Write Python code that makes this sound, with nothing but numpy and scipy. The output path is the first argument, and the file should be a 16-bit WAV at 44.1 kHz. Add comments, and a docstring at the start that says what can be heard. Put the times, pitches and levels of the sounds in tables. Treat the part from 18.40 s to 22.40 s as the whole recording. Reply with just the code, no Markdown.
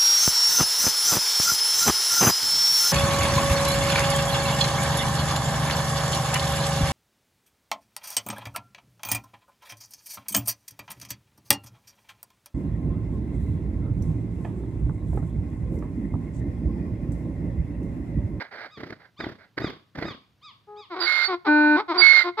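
"""An open pasture, where a donkey at a fence works up to a bray: four fluttering grunts with wheezy
gasps between, a soft moan, then hee - haw - hee. Each hee is a whistle over rasping air drawn through
tight vocal folds, the haw is a clean brassy out-stroke, and the voice croaks where it changes register.
Further off, a bird repeats an arched, falling cry over the low hush of the field."""
import sys
import numpy as np
from scipy import signal
from scipy.fft import rfft, irfft
from scipy.io import wavfile

SR = 44100
rng = np.random.default_rng(int(sys.argv[2]) if len(sys.argv) > 2 else 0)


def bounce(signal):
    """Save signal as a 16-bit WAV file at the path given by the first command-line argument."""
    frames = np.transpose(np.atleast_2d(signal))
    limited = np.clip(frames, -1, 1)
    pcm = np.round(limited * 32767).astype(np.int16)
    wavfile.write(sys.argv[1], SR, pcm)


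N = 176400
T, HZ = np.arange(N) / SR, np.fft.rfftfreq(N) * SR


def from_db(db):
    """Decibels to gain."""
    return 10 ** (np.asarray(db) / 20)


def unit_rms(x):
    """Scale to an rms of 1."""
    return x / np.sqrt(np.mean(x ** 2) + 1e-20)


def at_hz(curve, hz):
    """Read a curve of (frequency, value) points on a log-frequency axis."""
    freqs, values = np.transpose(curve)
    return np.interp(np.log(hz + 1e-3), np.log(freqs), values)


def filtered(x, hz, kind="low", order=2):
    """Butterworth filter."""
    return signal.sosfilt(signal.butter(order, hz, kind, fs=SR, output="sos"), x)


def wobble(rate_hz):
    """Smooth random modulation, rms 1."""
    return unit_rms(filtered(rng.standard_normal(N), rate_hz))


def air(colour, correlation=.88):
    """Stereo turbulence, rms near 1, rolled off below the first point of its colour."""
    low_cut = np.minimum(HZ / colour[0][0], 1) ** 2
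    mid, side = irfft(rfft(rng.standard_normal((2, N))) * from_db(at_hz(colour, HZ)) * low_cut, N)
    width = np.sqrt((1 - correlation) / (1 + correlation))
    return unit_rms(mid) + width * unit_rms(side) * np.array([[1], [-1]])


def swell(start, hold, db, fade_db_per_s, attack_s):
    """Envelope: a ramp centred on the start, a hold, then a steady fade in dB."""
    attack = np.clip((T - start) / attack_s + .5, 0, 1)
    return attack * from_db(db - fade_db_per_s * np.maximum(T - start - hold, 0))


def tone(hz, gain, partials_db):
    """Harmonics on a pitch curve; their levels are a list or a function of frequency."""
    on, out = gain > 1e-5, np.zeros(N)
    k = np.arange(1, 21 if callable(partials_db) else len(partials_db) + 1)[:, None]
    weight = from_db(partials_db(k * hz[on]) if callable(partials_db) else np.vstack(partials_db))
    waves = np.sin(2 * np.pi * k * np.cumsum(hz[on]) / SR + np.pi * rng.random(k.shape))
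    out[on] = gain[on] * sum(weight * waves) / np.sqrt(sum(weight ** 2) / 2)
    return out


def placed(x, pan, left_lead_s=.00008):
    """Pan a sound band by band, the left side arriving slightly early."""
    ratio = from_db(at_hz(pan, HZ))
    left = ratio * np.exp(2j * np.pi * HZ * left_lead_s)
    sides = np.array([left, np.ones_like(HZ)]) * 2 / (1 + ratio)
    response = np.roll(irfft(sides, N), 256, axis=1)[:, :513]
    return signal.fftconvolve(np.broadcast_to(x, (2, N)), response, "same", axes=1)


# colour of the ambience bed: (frequency [Hz], level [dB])
FIELD_AIR = [(110, 0), (500, -19), (4500, -27), (8000, -40)]

def field_hush():
    """A faint, steady bed of low air."""
    return from_db(-66) * air(FIELD_AIR)


# flap hits: (time [s], thump level [dB], puff level [dB])
FLAPS = [(.433, -23, -35), (.524, -26, -35), (.802, -24, -28), (.839, -21, -32), (.867, -17, -36),
         (1.177, -21, -23), (1.218, -18, -30), (1.244, -12, -37), (1.585, -20, -38), (1.623, -19, -27),
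         (1.653, -18, -38)]
# chest resonances: (frequency [Hz], gain [dB], t60 [s])
CHEST_MODES = [(125, -13, .05), (330, 1, .025), (630, -8, .018)]
# breaths out and in: (time [s], hold [s], level [dB]); GASPS opens with a brief breath out at 0 s, the rest are
# in-breaths
GRUNTS = [(.375, .13, -39), (.795, .11, -39), (1.175, .12, -34), (1.555, .14, -35)]
GASPS = [(0, .015, -28), (.122, .135, -37), (.595, .06, -50), (.995, .05, -50)]
# their colours, dark and wheezy: (frequency [Hz], level [dB])
GRUNT_AIR = [(110, -1), (330, 0), (850, -14), (2050, -11), (2700, -27), (4700, -22), (8000, -54),
             (14500, -48)]
GASP_AIR = [(280, -10), (620, -3), (1150, -8), (1600, 2), (1780, -4), (2050, 1), (2700, -22), (4600, -14),
            (7000, -48)]
# stereo position: (frequency [Hz], left over right [dB])
GRUNT_PAN = [(300, 1), (2000, -7)]

def grunts_and_gasps(flap_hz=31, flap_depth_db=4, trim_db=-3):
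    """Slow flaps thump the chest and let out puffs; air flutters out with them and is gasped back, after one
    short breath out at the very start."""
    clicks, puffs = np.zeros(N), np.zeros(N)
    for start, thump_db, puff_db in FLAPS:
        clicks[int(start * SR)] = from_db(thump_db)
        puffs += swell(start + .001, hold=.006, db=puff_db, fade_db_per_s=1500, attack_s=.001)
    soft_clicks = filtered(clicks, [70, 1100], "band")
    thumps = sum(from_db(db) * ring(soft_clicks, hz, t60) for hz, db, t60 in CHEST_MODES)
    outflow = np.zeros(N)
    for start, hold, db in GRUNTS:
        flutter = from_db(flap_depth_db * np.cos(2 * np.pi * flap_hz * (T - start)))
        outflow += swell(start, hold, db, fade_db_per_s=230, attack_s=.015) * flutter
    gasps = sum(swell(*gasp, fade_db_per_s=400, attack_s=.035) for gasp in GASPS)
    breath = outflow * air(GRUNT_AIR) + (puffs + gasps) * air(GASP_AIR)
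    breath *= from_db(1.8 * wobble(60))
    return from_db(trim_db) * placed(thumps + breath, GRUNT_PAN)


def ring(x, hz, t60):
    """One resonance of chest or throat; a unit click rings at height 1."""
    radius, angle = from_db(-60 / (t60 * SR)), 2 * np.pi * hz / SR
    return signal.lfilter([0, np.sin(angle)], [1, -2 * radius * np.cos(angle), radius ** 2], x + 1e-18)


# bird cues: (time [s], level [dB])
CRIES = [(.295, -52), (.765, -45), (1.2, -40), (1.635, -42), (2.013, -47), (2.355, -49)]
# contour of one cry: (time into cry [s], pitch [Hz], relative level [dB])
CRY_CONTOUR = [(0, 950, -22), (.018, 1200, -6), (.04, 1275, 0), (.08, 1100, -1), (.115, 850, -18)]
# its harmonics, fundamental first: (level [dB])
CRY_PARTIALS = [0, -7, 0, -5, -23, -25]

def bird(jitter=.011):
    """Each cry arches up and slides down, rich in harmonics and grainy with fast pitch jitter."""
    times, pitches, contour_db = np.transpose(CRY_CONTOUR)
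    grain, cries = np.exp(jitter * wobble(500)), np.zeros(N)
    for start, db in CRIES:
        hz = np.interp(T, start + times, pitches) * grain
        gain = from_db(db + np.interp(T, start + times, contour_db, -np.inf, -np.inf))
        cries += tone(hz, gain, CRY_PARTIALS)
    return cries


# the soft moan and the brassy haw: (time [s], hold [s], pitch [Hz], level [dB])
MOAN = (2.282, .125, 417, -43)
HAW = (3.077, .285, 300, -15.5)
# their harmonics, fundamental first: (level [dB])
MOAN_PARTIALS = [0, -2, -10, -24]
HAW_PARTIALS = [0, -15, -9, -26, -2, -18, -27, -20, -33, -42, -48, -38, -31, -29, -42, -39]
# throat formants, shared with the croaks: (frequency [Hz], level [dB])
THROAT = [(350, 0), (560, -9), (950, 3), (1380, -2), (1700, -14), (2200, -9), (2700, -27), (3800, -17),
          (4800, -22), (6500, -52)]
# stereo position of the voice: (frequency [Hz], left over right [dB])
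VOICE_PAN = [(900, 3), (4000, -14)]
VOICE_FADE_DB_PER_S, VOICE_ATTACK_S = 900, .025

def out_stroke(note, partials_db, jitter=.003, flutter=.04, breath_db=-24):
    """A steady note voiced on the out-breath, with a little air in it."""
    start, hold, pitch_hz, db = note
    gain = swell(start, hold, db, VOICE_FADE_DB_PER_S, VOICE_ATTACK_S)
    hz = pitch_hz * np.exp(jitter * wobble(120))
    voice = tone(hz, gain * np.exp(flutter * wobble(80)), partials_db)
    return placed(voice + from_db(breath_db) * gain * air(THROAT), VOICE_PAN)


# register breaks: (time [s], hold [s], first pitch [Hz], last pitch [Hz], level [dB], roughness [0-1])
CROAKS = [(2.51, .035, 370, 315, -34, .2), (2.555, .09, 375, 360, -33, .9),
          (2.885, .06, 380, 348, -26, .35), (3.058, .025, 420, 390, -25, .8),
          (3.365, .04, 330, 436, -24, .7), (3.49, .035, 358, 312, -24, .3), (3.54, .07, 363, 350, -27, .9),
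          (3.845, .047, 352, 352, -27, .4), (3.982, .03, 440, 440, -22, .6)]

def croaks(breath_db=-8):
    """Folds beat unevenly into the throat, whose lowest resonance rings on."""
    jitter, flutter = .075 * wobble(260), .25 * wobble(170)
    voice, flow = np.zeros(N), np.zeros(N)
    for start, hold, first_hz, last_hz, db, rough in CROAKS:
        hz = np.interp(T, [start, start + hold], [first_hz, last_hz]) * np.exp(rough * jitter)
        gain = swell(start, hold, db, VOICE_FADE_DB_PER_S, VOICE_ATTACK_S)
        voice += tone(hz, gain * unit_rms(np.exp(rough * flutter)), lambda f: at_hz(THROAT, f))
        flow += gain * rough
    voice += from_db(-24) * ring(np.gradient(voice), hz=352, t60=.11)
    breath = from_db(breath_db) * flow * air(THROAT)
    return placed(filtered(voice + breath, 255, "high", order=6), VOICE_PAN)


# whistle glides: (start [s], end [s], first pitch [Hz], last pitch [Hz], level [dB])
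WHISTLES = [(2.605, 2.662, 4800, 4600, -28), (2.667, 2.845, 2185, 2110, -23),
            (2.842, 2.875, 4500, 4470, -27), (3.582, 3.616, 4620, 4680, -18),
            (3.617, 3.724, 2212, 2165, -12), (3.737, 3.797, 2160, 2122, -14.5),
            (3.808, 3.828, 2110, 2075, -23)]
# harmonics of the lower whistles, fundamental first: (level [dB])
WHISTLE_PARTIALS = [0, -13, -40]
# rasping in-breaths: (time [s], hold [s], level [dB])
RASPS = [(2.61, .24, -28), (3.59, .22, -25.5)]
# their colour: (frequency [Hz], level [dB])
RASP_AIR = [(600, -13), (1150, -9), (1490, 4), (1680, -6), (1900, 0), (2500, -17), (3300, -13), (3650, -5),
            (4700, -4), (5800, -30), (6800, -26), (8200, -42), (15000, -37)]
# their stereo position: (frequency [Hz], left over right [dB])
RASP_PAN = [(700, 0), (4300, -17), (6500, -4)]

def hees(whistle_pan_db=-17):
    """Air drawn through tight folds rasps and whistles; the high register is a pure tone."""
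    jitter, flutter = np.exp(.0045 * wobble(260)), np.exp(.09 * wobble(150))
    whistle = np.zeros(N)
    for start, end, first_hz, last_hz, db in WHISTLES:
        hz = np.interp(T, [start, end], [first_hz, last_hz]) * jitter
        gain = swell(start, end - start, db, fade_db_per_s=1100, attack_s=.012) * flutter
        whistle += tone(hz, gain, WHISTLE_PARTIALS if first_hz < 3000 else [0])
    inflow = sum(swell(*breath, fade_db_per_s=380, attack_s=.04) for breath in RASPS)
    rasp = inflow * air(RASP_AIR) * from_db(1.8 * wobble(200))
    return placed(rasp, RASP_PAN) + placed(whistle, [(SR, whistle_pan_db)])


def echo(send, t60=.38, cutoff_hz=5000, onset_s=.02):
    """Dull scatter from trees and ground."""
    t = T[:SR]
    tail = filtered(rng.standard_normal((2, SR)), cutoff_hz)
    tail *= from_db(-60 * t / t60) * np.minimum(t / onset_s, 1)
    return signal.fftconvolve(send, unit_rms(tail) / np.sqrt(SR), axes=1)[:, :N]


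def scene():
    """Donkey close and nearly dry, bird further off and wetter, the field's hush underneath."""
    donkey = grunts_and_gasps() + out_stroke(MOAN, MOAN_PARTIALS)
    donkey += out_stroke(HAW, HAW_PARTIALS) + croaks() + hees()
    cries = bird()
    scatter = echo(from_db(-27) * donkey + from_db(-10) * cries)
    return donkey + cries + scatter + field_hush()


def record(dry, stopband_hz=16450):
    """Clip peaks at full scale and cut the very top steeply."""
    return signal.sosfilt(signal.cheby2(14, 70, stopband_hz, fs=SR, output="sos"), np.clip(dry, -1, 1))


dry = scene()
out = record(dry)
bounce(out)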